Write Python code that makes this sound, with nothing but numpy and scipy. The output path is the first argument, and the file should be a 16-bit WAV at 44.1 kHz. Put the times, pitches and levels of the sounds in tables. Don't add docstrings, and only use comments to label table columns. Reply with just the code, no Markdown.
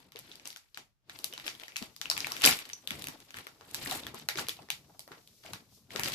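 import sys
import numpy as np
from scipy import signal
from scipy.fft import rfft, irfft, next_fast_len
from scipy.io import wavfile
from scipy.ndimage import uniform_filter1d

SR = 44100
rng = np.random.default_rng(int(sys.argv[2]) if len(sys.argv) > 2 else 0)


def generate_wav(signal):
    frames = np.transpose(np.atleast_2d(signal))
    scaled = np.clip(frames, -1, 1) * 32767
    pcm = np.round(scaled).astype(np.int16)
    wavfile.write(sys.argv[1], SR, pcm)


N = 271117

# time in seconds, nominal peak in dB, patch pitch in Hz, relative treble
# in dB, sharpness of ring as Q (held to 0.5 or more).
SNAPS = [(0.121, -36.5, 3490, -13, 1.7), (0.1596, -32, 2460, -26, 2.4), (0.169, -36.5, 3000, -30, 2.7),
         (0.19, -26.5, 4450, 0, 2.5), (0.316, -37, 3530, -35, 5.5), (0.323, -40.5, 3970, -25, 2),
         (0.356, -34, 4870, -4, 6.3), (0.398, -39.5, 2480, -26, 2.9), (0.456, -27, 3850, -24, 0.62),
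         (0.4745, -19, 9100, 3, 2.7), (0.504, -29.5, 5030, -13, 5.4), (0.529, -34.5, 4040, -9, 3.3),
         (0.5622, -30, 3420, -17, 0.6), (0.5715, -33.5, 4960, -9, 2), (0.746, -34.5, 4260, -46, 3.7),
         (0.7744, -24.5, 2060, -16.5, 1), (1.0971, -28, 2250, -22, 0.41), (1.1896, -25.5, 4770, -3, 1.4),
         (1.2438, -13, 4180, 2, 3.5), (1.327, -32.5, 3300, -24, 3.7), (1.337, -29.5, 3070, -17.5, 13),
         (1.3785, -26, 2850, -27, 0.77), (1.399, -31, 2650, -16, 3.5), (1.4587, -33, 3360, 2, 2.6),
         (1.4656, -23.5, 2860, -16, 3.1), (1.47, -38, 3300, -25, 4), (1.4798, -17, 2980, -31, 1.2),
         (1.5513, -37.5, 3500, -16, 8.2), (1.5988, -31.5, 3640, -10.5, 3.5), (1.6355, -32, 3230, -18, 5.7),
         (1.6819, -31, 2040, -23.5, 4.9), (1.721, -41, 2520, -26, 7.4), (1.7601, -23, 2600, -30, 15),
         (1.767, -17.5, 4960, -12, 2), (1.8257, -23.5, 2600, -17, 0.76), (1.964, -29, 5200, -6, 5.1),
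         (2.015, -17.5, 3420, -16, 0.87), (2.0569, -25, 2700, -39, 9.3), (2.1005, -10.5, 5030, -19, 8.4),
         (2.114, -15.5, 4470, -11, 6.4), (2.1672, -23, 2350, -33.5, 3.4), (2.1781, -16.5, 2820, -16, 1.5),
         (2.205, -20, 5000, -17, 4.3), (2.2459, -25, 2330, -32, 8), (2.2698, -18.5, 2430, -15, 0.36),
         (2.32, -20, 5600, -8, 9), (2.3404, -47, 3430, -14.5, 3.2), (2.3669, -23.5, 2650, -16, 2.2),
         (2.413, -23, 3460, -12, 3.8), (2.42, -14, 3040, -7, 3.2), (2.4393, -3.5, 3530, -8, 0.6),
         (2.445, -7, 3470, -23, 2.4), (2.4522, 0, 5150, -14, 3.5), (2.461, 4, 3500, 0.5, 2),
         (2.4745, -7, 2363, -20, 6.2), (2.59, -24.5, 3300, -12, 3.4), (2.654, -31.5, 3440, -26, 0.68),
         (2.6922, -32, 2340, -8, 1.1), (2.7, -30.5, 2760, -39, 2.6), (2.7331, -23, 6000, -30, 42),
         (2.8748, -19.5, 3600, -8, 4.9), (2.9073, -17, 2600, -13.5, 1.7), (2.9944, -27, 5250.0, 13, 6.6),
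         (3.0221, -26, 3830, -5, 6), (3.0421, -19.5, 3680, -5.5, 3), (3.071, -21, 2750, -6, 4.1),
         (3.0851, -22, 2250, -10, 0.58), (3.203, -39, 4560, -10, 2), (3.307, -33, 3100, -20, 0.46),
         (3.3433, -32, 1470, -30, 4.1), (3.37, -26, 1950, -9.5, 3.6), (3.387, -25, 2180, -12, 1.7),
         (3.4692, -28, 1500, -17.5, 0.39), (3.6109, -38, 810, -40.5, 1.5), (3.712, -34, 4230, -1, 4.9),
         (3.7459, -12.5, 4430, -5.5, 3.3), (3.8608, -22.5, 1910, -14, 5.3), (3.912, -15, 4000, -10, 6.8),
         (4.0354, -35.5, 3610, -35, 18), (4.0679, -23.5, 1420, -15, 0.72), (4.1452, -25.5, 507, -19.5, 12),
         (4.198, -35, 3900, -30, 3.5), (4.288, -13, 2020, -13.5, 5), (4.288, -18.5, 3980, -15.5, 4.8),
         (4.3569, -26.5, 2380, -36, 2.5), (4.3742, -20.5, 3280, -16, 1.3), (4.3874, -19, 1290, -44, 2.4),
         (4.3945, -17.5, 5030, -23, 1.6), (4.469, -33, 3100, -23, 2), (4.4856, -13.5, 3570, -5.5, 0.43),
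         (4.494, -18.5, 3560, -11, 1.6), (4.569, -38, 3080, -16, 3), (4.688, -41, 800, -31, 1.5),
         (4.7032, -13.5, 3480, -10.5, 3.8), (4.994, -20, 5160, -1.5, 10), (5.0778, -34, 590, -21, 3.4),
         (5.1186, -36.5, 1310, -35, 3.4), (5.2751, -36, 4070, -5, 4.9), (5.463, -37, 2300, -28, 3),
         (5.5345, -22, 2570, -14.5, 0.41), (5.538, -34.5, 1700, -41, 1.9), (5.9065, -36.5, 2170, -27, 3.8),
         (5.961, -17.5, 3220, -26, 1.3), (5.9961, -14, 2110, -9, 4.8), (6.035, -13.5, 3750, -16, 0.87),
         (6.0587, -20, 3400, -38, 0.57), (6.084, -19, 2540, -11.5, 1.6), (6.1208, -29, 4200, -25, 7.7)]
AFTER_S, AFTER_DB, AFTER_SPREAD_DB = 0.016, -16, 5
GRAIN = 768
RARE = 0.015

# time in seconds, nominal peak in dB, pitch in Hz.
KNOCKS = [(0.156, -43, 423), (1.336, -43.5, 510), (1.632, -47.5, 670), (1.821, -35.5, 230),
          (1.834, -43, 650), (2.116, -31, 1160), (2.317, -34, 1090), (2.468, -37, 1100), (2.914, -37, 208),
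          (3.085, -41.5, 288), (3.921, -30.5, 740), (4.143, -39.5, 464), (4.358, -36.5, 377),
          (4.376, -39.5, 313), (4.403, -39, 414), (4.593, -42, 680), (4.9, -52, 673), (4.95, -54, 650),
          (5.112, -45.5, 394), (5.176, -50.5, 444), (5.452, -45.5, 686), (5.492, -45, 596),
          (5.955, -34, 416), (5.993, -33.5, 870)]
JOLT_DB, JOLT_DB_PER_OCTAVE = -24.5, -4
JOLT_LOW_HZ, JOLT_OCTAVES = 387, 1.8

# time in seconds, nominal foil rubbing in dB, pumped air in dB.
HANDS = [(0.0, -61.5, -77), (0.121, -77.5, -75), (0.3, -61.5, -68.5), (0.7, -77.5, -91.5),
         (1.0, -115, -100), (1.105, -59, -72.5), (1.28, -63.5, -68.5), (1.64, -62.5, -74.5),
         (1.97, -81, -74), (2.2, -51, -60.5), (2.4, -50, -65.5), (2.79, -65.5, -75.5), (2.865, -67.5, -72),
         (2.959, -52.5, -54), (3.29, -68, -77.5), (3.6, -70.5, -71.5), (3.63, -66, -69.5),
         (3.934, -39, -52.5), (4.23, -81.5, -63), (4.761, -75, -67), (5.408, -77, -75.5),
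         (5.901, -78.5, -69), (6.15, -42.5, -56.5)]
# time in seconds when the rubbing peaks, seconds held, nominal foil rubbing peak
# in dB, pumped air peak in dB.
TUGS = [(0.456, 0.0045, -54, -68), (0.776, 0.0042, -65, -64), (1.454, 0.006, -48, -73),
        (1.816, 0.0044, -55.5, -56.5), (2.05, 0.0064, -59, -67), (2.442, 0.044, -28.5, -46),
        (3.347, 0.043, -53.5, -61.5), (3.76, 0.15, -67, -82), (4.147, 0.047, -53.5, -81),
        (4.376, 0.015, -43, -53), (4.599, 0.025, -62.5, -60), (5.116, 0.0088, -63, -63),
        (5.44, 0.1, -59, -56.5), (5.908, 0.099, -52.5, -53), (5.97, 0.096, -56, -54),
        (6.044, 0.032, -41.5, -57.5)]
TUG_RISE_DB_S, TUG_FALL_DB_S, AIR_RISE_DB_S = 1499, 196.5, 147.5
TREBLE_DB, TREBLE_PER_DB = 1, 0.15
# frequency in Hz, relative level in dB.
RUB = [(700, -16.5), (1500, -8), (2500, -5), (4500, -4.5), (7000, -13.5), (9000, -26)]
# frequency in Hz, relative level in dB.
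RUB_TOP = [(4500, -36.5), (7500, 0.5), (12000, -3)]
# frequency in Hz, relative level in dB per Hz.
WALLS = [(150, -27), (250, 6.5), (817, -5), (1090, -8.5), (1500, -16.5), (1950, -40.5), (3300, -120)]
# frequency in Hz, relative level in dB per Hz.
AIR = [(15, -58.5), (60, -8), (140, 5.5), (224, 0), (260, -22), (340, -46.5), (570, -120)]

# time in seconds, samples the left port leads, left minus right level in dB.
PLACE = [(0, 10, 3.5), (1.25, 9.4, 2.5), (1.75, 10.3, 6), (2.6, 13.9, 2), (3.3, 11, 3.5), (3.6, 2.25, 1.5),
         (6.15, 2.46, 3.5)]
# frequency in Hz, seconds to fall by 60 dB.
ROOM_T60_S = [(200, 0.073), (1000, 0.24), (4000, 0.19), (12000, 0.21)]
# time in seconds, level in dB.
SHEEN = [(0, -86), (0.85, -72), (1.0, -103), (1.2, -62.5), (4.5, -67.5), (5.5, -60), (5.68, -66.5),
         (5.75, -56.5), (5.83, -67.5), (6.15, -80)]
# frequency in Hz, relative level in dB per Hz.
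SHEEN_COLOUR = [(1500, -31.5), (3500, -9), (5000, -3.5), (8000, -4), (14000, -3)]
# frequency in Hz, relative level in dB per Hz.
HUSH = [(18, -36), (30, -6), (75, -8), (113, 1), (167, -15), (497, -29), (1200, -26), (1830, -30),
        (15000, -32)]
HUSH_DB = -81
# frequency in Hz, gain in dB.
MIC = [(30, 9), (150, 1), (500, 0.5), (1500, 3.5), (3000, 3), (6000, 1), (9000, -5.5), (12500, -2),
       (14400, -7), (14900, -22.5), (15600, -42.5)]
TOP_HZ = 15671


def undb(db):
    return 10 ** (np.asarray(db) / 20)


def level(x, db):
    return x * undb(db) / np.sqrt(np.mean(x ** 2))


def track(table, s):
    t, *columns = np.transpose(table)
    return [np.interp(s, t, c) for c in columns]


def colour(x, points):
    size = next_fast_len(x.shape[-1])
    hz, db = np.transpose(points)
    f = np.maximum(np.fft.rfftfreq(size, 1 / SR), 1)
    gain = undb(np.interp(np.log(f), np.log(hz), db))
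    return irfft(rfft(x, size) * gain, size)[..., :x.shape[-1]]


def ring(f, hz, q):
    return 1 / (1 + 1j * q * (f / hz - hz / f))


def walk(rate):
    hold = int(SR / rate)
    steps = np.repeat(rng.standard_normal(N // hold + 1), hold)
    return uniform_filter1d(steps, hold)[:N]


def snaps():
    return creases(*np.transpose(SNAPS))


def creases(s, peak_db, hz, treble_db, q, crack_db=-9, slip_s=0.00044, alike=0.16, focus=0.14):
    t = np.arange(GRAIN) / SR
    f = np.fft.rfftfreq(GRAIN, 1 / SR)[None] + 1
    hz, q, treble_db = (np.asarray(c)[:, None] for c in (hz, np.clip(q, 0.5, 60), treble_db))
    chance = rng.standard_normal((len(s), 3, GRAIN))
    neighbours = undb(-4) / (1 + (q / 12) ** 2)
    patch, blend = foil_rings(f, hz, q, neighbours, chance[:, :2, -1:], focus)
    crack = undb(crack_db + 3) * neighbours * ring(f, 3800, 0.52) ** 2
    crack = crack + undb(treble_db + 12) * ring(f, 11700, 0.44) ** 2

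    slip = (t / slip_s) * np.exp(-t / slip_s) + undb(-22) * np.exp(-t / 0.003)
    jolt = np.sqrt(np.sum(slip ** 2))
    grains = []
    for port in range(2):
        tear = alike * chance[:, 0] + np.sqrt(max(1 - alike ** 2, 0)) * chance[:, 1 + port]
        tear = rfft(tear * slip)
        grains.append(irfft((jolt + 1.43 * tear) * patch + tear * crack))
    grains.append(irfft((jolt + 1.43 * jolt) * blend + jolt * crack))

    scale = undb(peak_db - 1.5) / np.abs(grains[0] + grains[1]).max(axis=1) * 2
    lead, pan_db = track(PLACE, s)
    out = np.zeros((3, N + GRAIN))
    for row, side in enumerate((1, -1, 0)):
        grain = grains[row] * (scale * undb(side * pan_db / 2))[:, None]
        start = np.round(s * SR - side * lead / 2 - slip_s * SR)
        start = np.clip(start, 0, N).astype(int)
        np.add.at(out[row], start[:, None] + np.arange(GRAIN), grain)
    return out[:, :N]


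def foil_rings(f, hz, q, neighbours, detune, focus):
    patch = np.sqrt(q / 3) * ring(f, hz, q)
    blend = np.sqrt(np.minimum(q, 18) / 6) * ring(f, hz, q * (1 - neighbours))
    for k in range(2):
        near_hz = np.clip(hz * np.exp(0.662 * detune[:, k]), 150, 9000)
        patch = patch + neighbours * ring(f, near_hz, 11)
        blend = blend + neighbours / 2 * ring(f, near_hz, 2.5)
    radiation = ring(f, hz, focus)
    return patch * radiation, blend * radiation


def aftershocks():
    s, peak_db, hz, treble_db, q = np.transpose(SNAPS)
    late, size, pitch = rng.random((len(s), 3)).T
    after_s = s + AFTER_S * (0.29 + 0.75 * late)
    after_db = peak_db + AFTER_DB + AFTER_SPREAD_DB * (2 * size - 1)
    after_hz = np.clip(hz * 2 ** (1.2 * pitch - 0.6), 400, 9000)
    return creases(after_s, after_db, after_hz, treble_db, 2.0 + 0 * s)


def crackle(count=2600):
    when, size, pitch = rng.random((count, 3)).T
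    s = when * N / SR
    rub_db, treble_db, _ = effort(s)
    size_db = -5.5 * np.log(1 - size * (1 - RARE))
    peak_db = rub_db - 4 + 0.2 * (rub_db + 46) + size_db
    return creases(s, peak_db, 700 * 2 ** (3 * pitch), treble_db - 16.5, 6.4 + 0 * s)


def handling():
    s = np.arange(0, N + 64, 64) / SR
    rub_db, treble_db, air_db = (np.interp(np.arange(N) / SR, s, db) for db in effort(s))
    rub = hiss(RUB, rub_db - 2, side=0.99, flicker_db=4.8, rate=120)
    rub = rub + hiss(RUB_TOP, rub_db + treble_db, side=0.93, flicker_db=5.1, rate=170)
    walls = hiss(WALLS, (rub_db + air_db) / 2, side=0.3, flicker_db=4.0, rate=60)
    air = hiss(AIR, air_db, side=0.14, flicker_db=3.5, rate=33)
    return rub + walls + air


def effort(s):
    at, held, rub_peak, air_peak = np.transpose(TUGS)[:, :, None]
    fall = TUG_FALL_DB_S * np.maximum(s - at - held, 0)
    rub_tug = rub_peak + TUG_RISE_DB_S * np.minimum(s - at, 0) - fall
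    air_tug = rub_tug - rub_peak + air_peak + AIR_RISE_DB_S * np.clip(s - at - held, -held, 0)
    rub_steady, air_steady = track(HANDS, s)
    rub_db = add_powers(rub_steady, rub_tug)
    air_db = add_powers(air_steady, air_tug)
    return rub_db, TREBLE_DB + TREBLE_PER_DB * (rub_db + 49), air_db


def add_powers(steady_db, tugs_db):
    return 10 * np.log10(undb(2 * steady_db) + np.sum(undb(2 * tugs_db), axis=0))


def hiss(points, db, side, flicker_db, rate):
    mid, apart = colour(rng.standard_normal((2, N)), points)
    stereo = level(mid + side * apart * np.array([[1], [-1]]), 0)
    pan_db = track(PLACE, np.arange(N) / SR)[1] * np.array([[0.5], [-0.5]])
    return stereo * undb(db + pan_db + flicker_db * walk(rate))


def knocks():
    s, peak_db, hz = np.transpose(KNOCKS)
    blows = creases(s, peak_db, hz, -60 + 0 * s, 5.5 + 0 * s,
                    crack_db=-30.5, slip_s=0.003, alike=0.89, focus=0.61)
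    snap_s, snap_db, snap_hz = np.transpose(SNAPS)[:3]
    jolt_db = snap_db + JOLT_DB + JOLT_DB_PER_OCTAVE * np.log2(snap_hz / 3000)
    jolt_hz = JOLT_LOW_HZ * 2 ** (JOLT_OCTAVES * rng.random(len(snap_s)))
    jolts = creases(snap_s, jolt_db, jolt_hz, -45 + 0 * snap_s, 4.8 + 0 * snap_s, crack_db=-23, alike=0.7)
    return blows + jolts


def room(dry, wet_db=-8, first_s=0.0055):
    t = np.arange(SR // 2) / SR
    hz, t60 = np.transpose(ROOM_T60_S)
    tail = 0
    for f in 125 * 2.0 ** np.arange(8):
        octave = [(f / 2, -40), (f / 1.8, -3), (f, 0), (f * 1.3, -3), (f * 2, -40)]
        band = colour(rng.standard_normal((2, len(t))), octave)
        tail = tail + band * undb(-60 * t / np.interp(np.log(f), np.log(hz), t60))
    tail = tail * np.clip((t - first_s) / 0.0007, 0.3, 1)
    tail *= undb(wet_db) / np.sqrt(np.sum(tail ** 2, axis=1, keepdims=True))
    return signal.fftconvolve(dry, tail, axes=1)[:, :N]


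def sheen():
    db = track(SHEEN, np.arange(N) / SR)[0]
    return hiss(SHEEN_COLOUR, db, side=0.9, flicker_db=0.7, rate=12)


def hush():
    return level(colour(rng.standard_normal((2, N)), HUSH), HUSH_DB)


def scene():
    bag = snaps() + aftershocks() + crackle() + knocks()
    direct, to_walls = bag[:2], bag[2:]
    return direct + handling() + room(to_walls) + sheen() + hush()


def record(dry):
    heard = np.tanh(1.07 * colour(dry, MIC))
    steep = signal.ellip(12, 0.2, 100, TOP_HZ, fs=SR, output="sos")
    return 0.9 * signal.sosfilt(steep, heard)


dry = scene()
out = record(dry)
generate_wav(out)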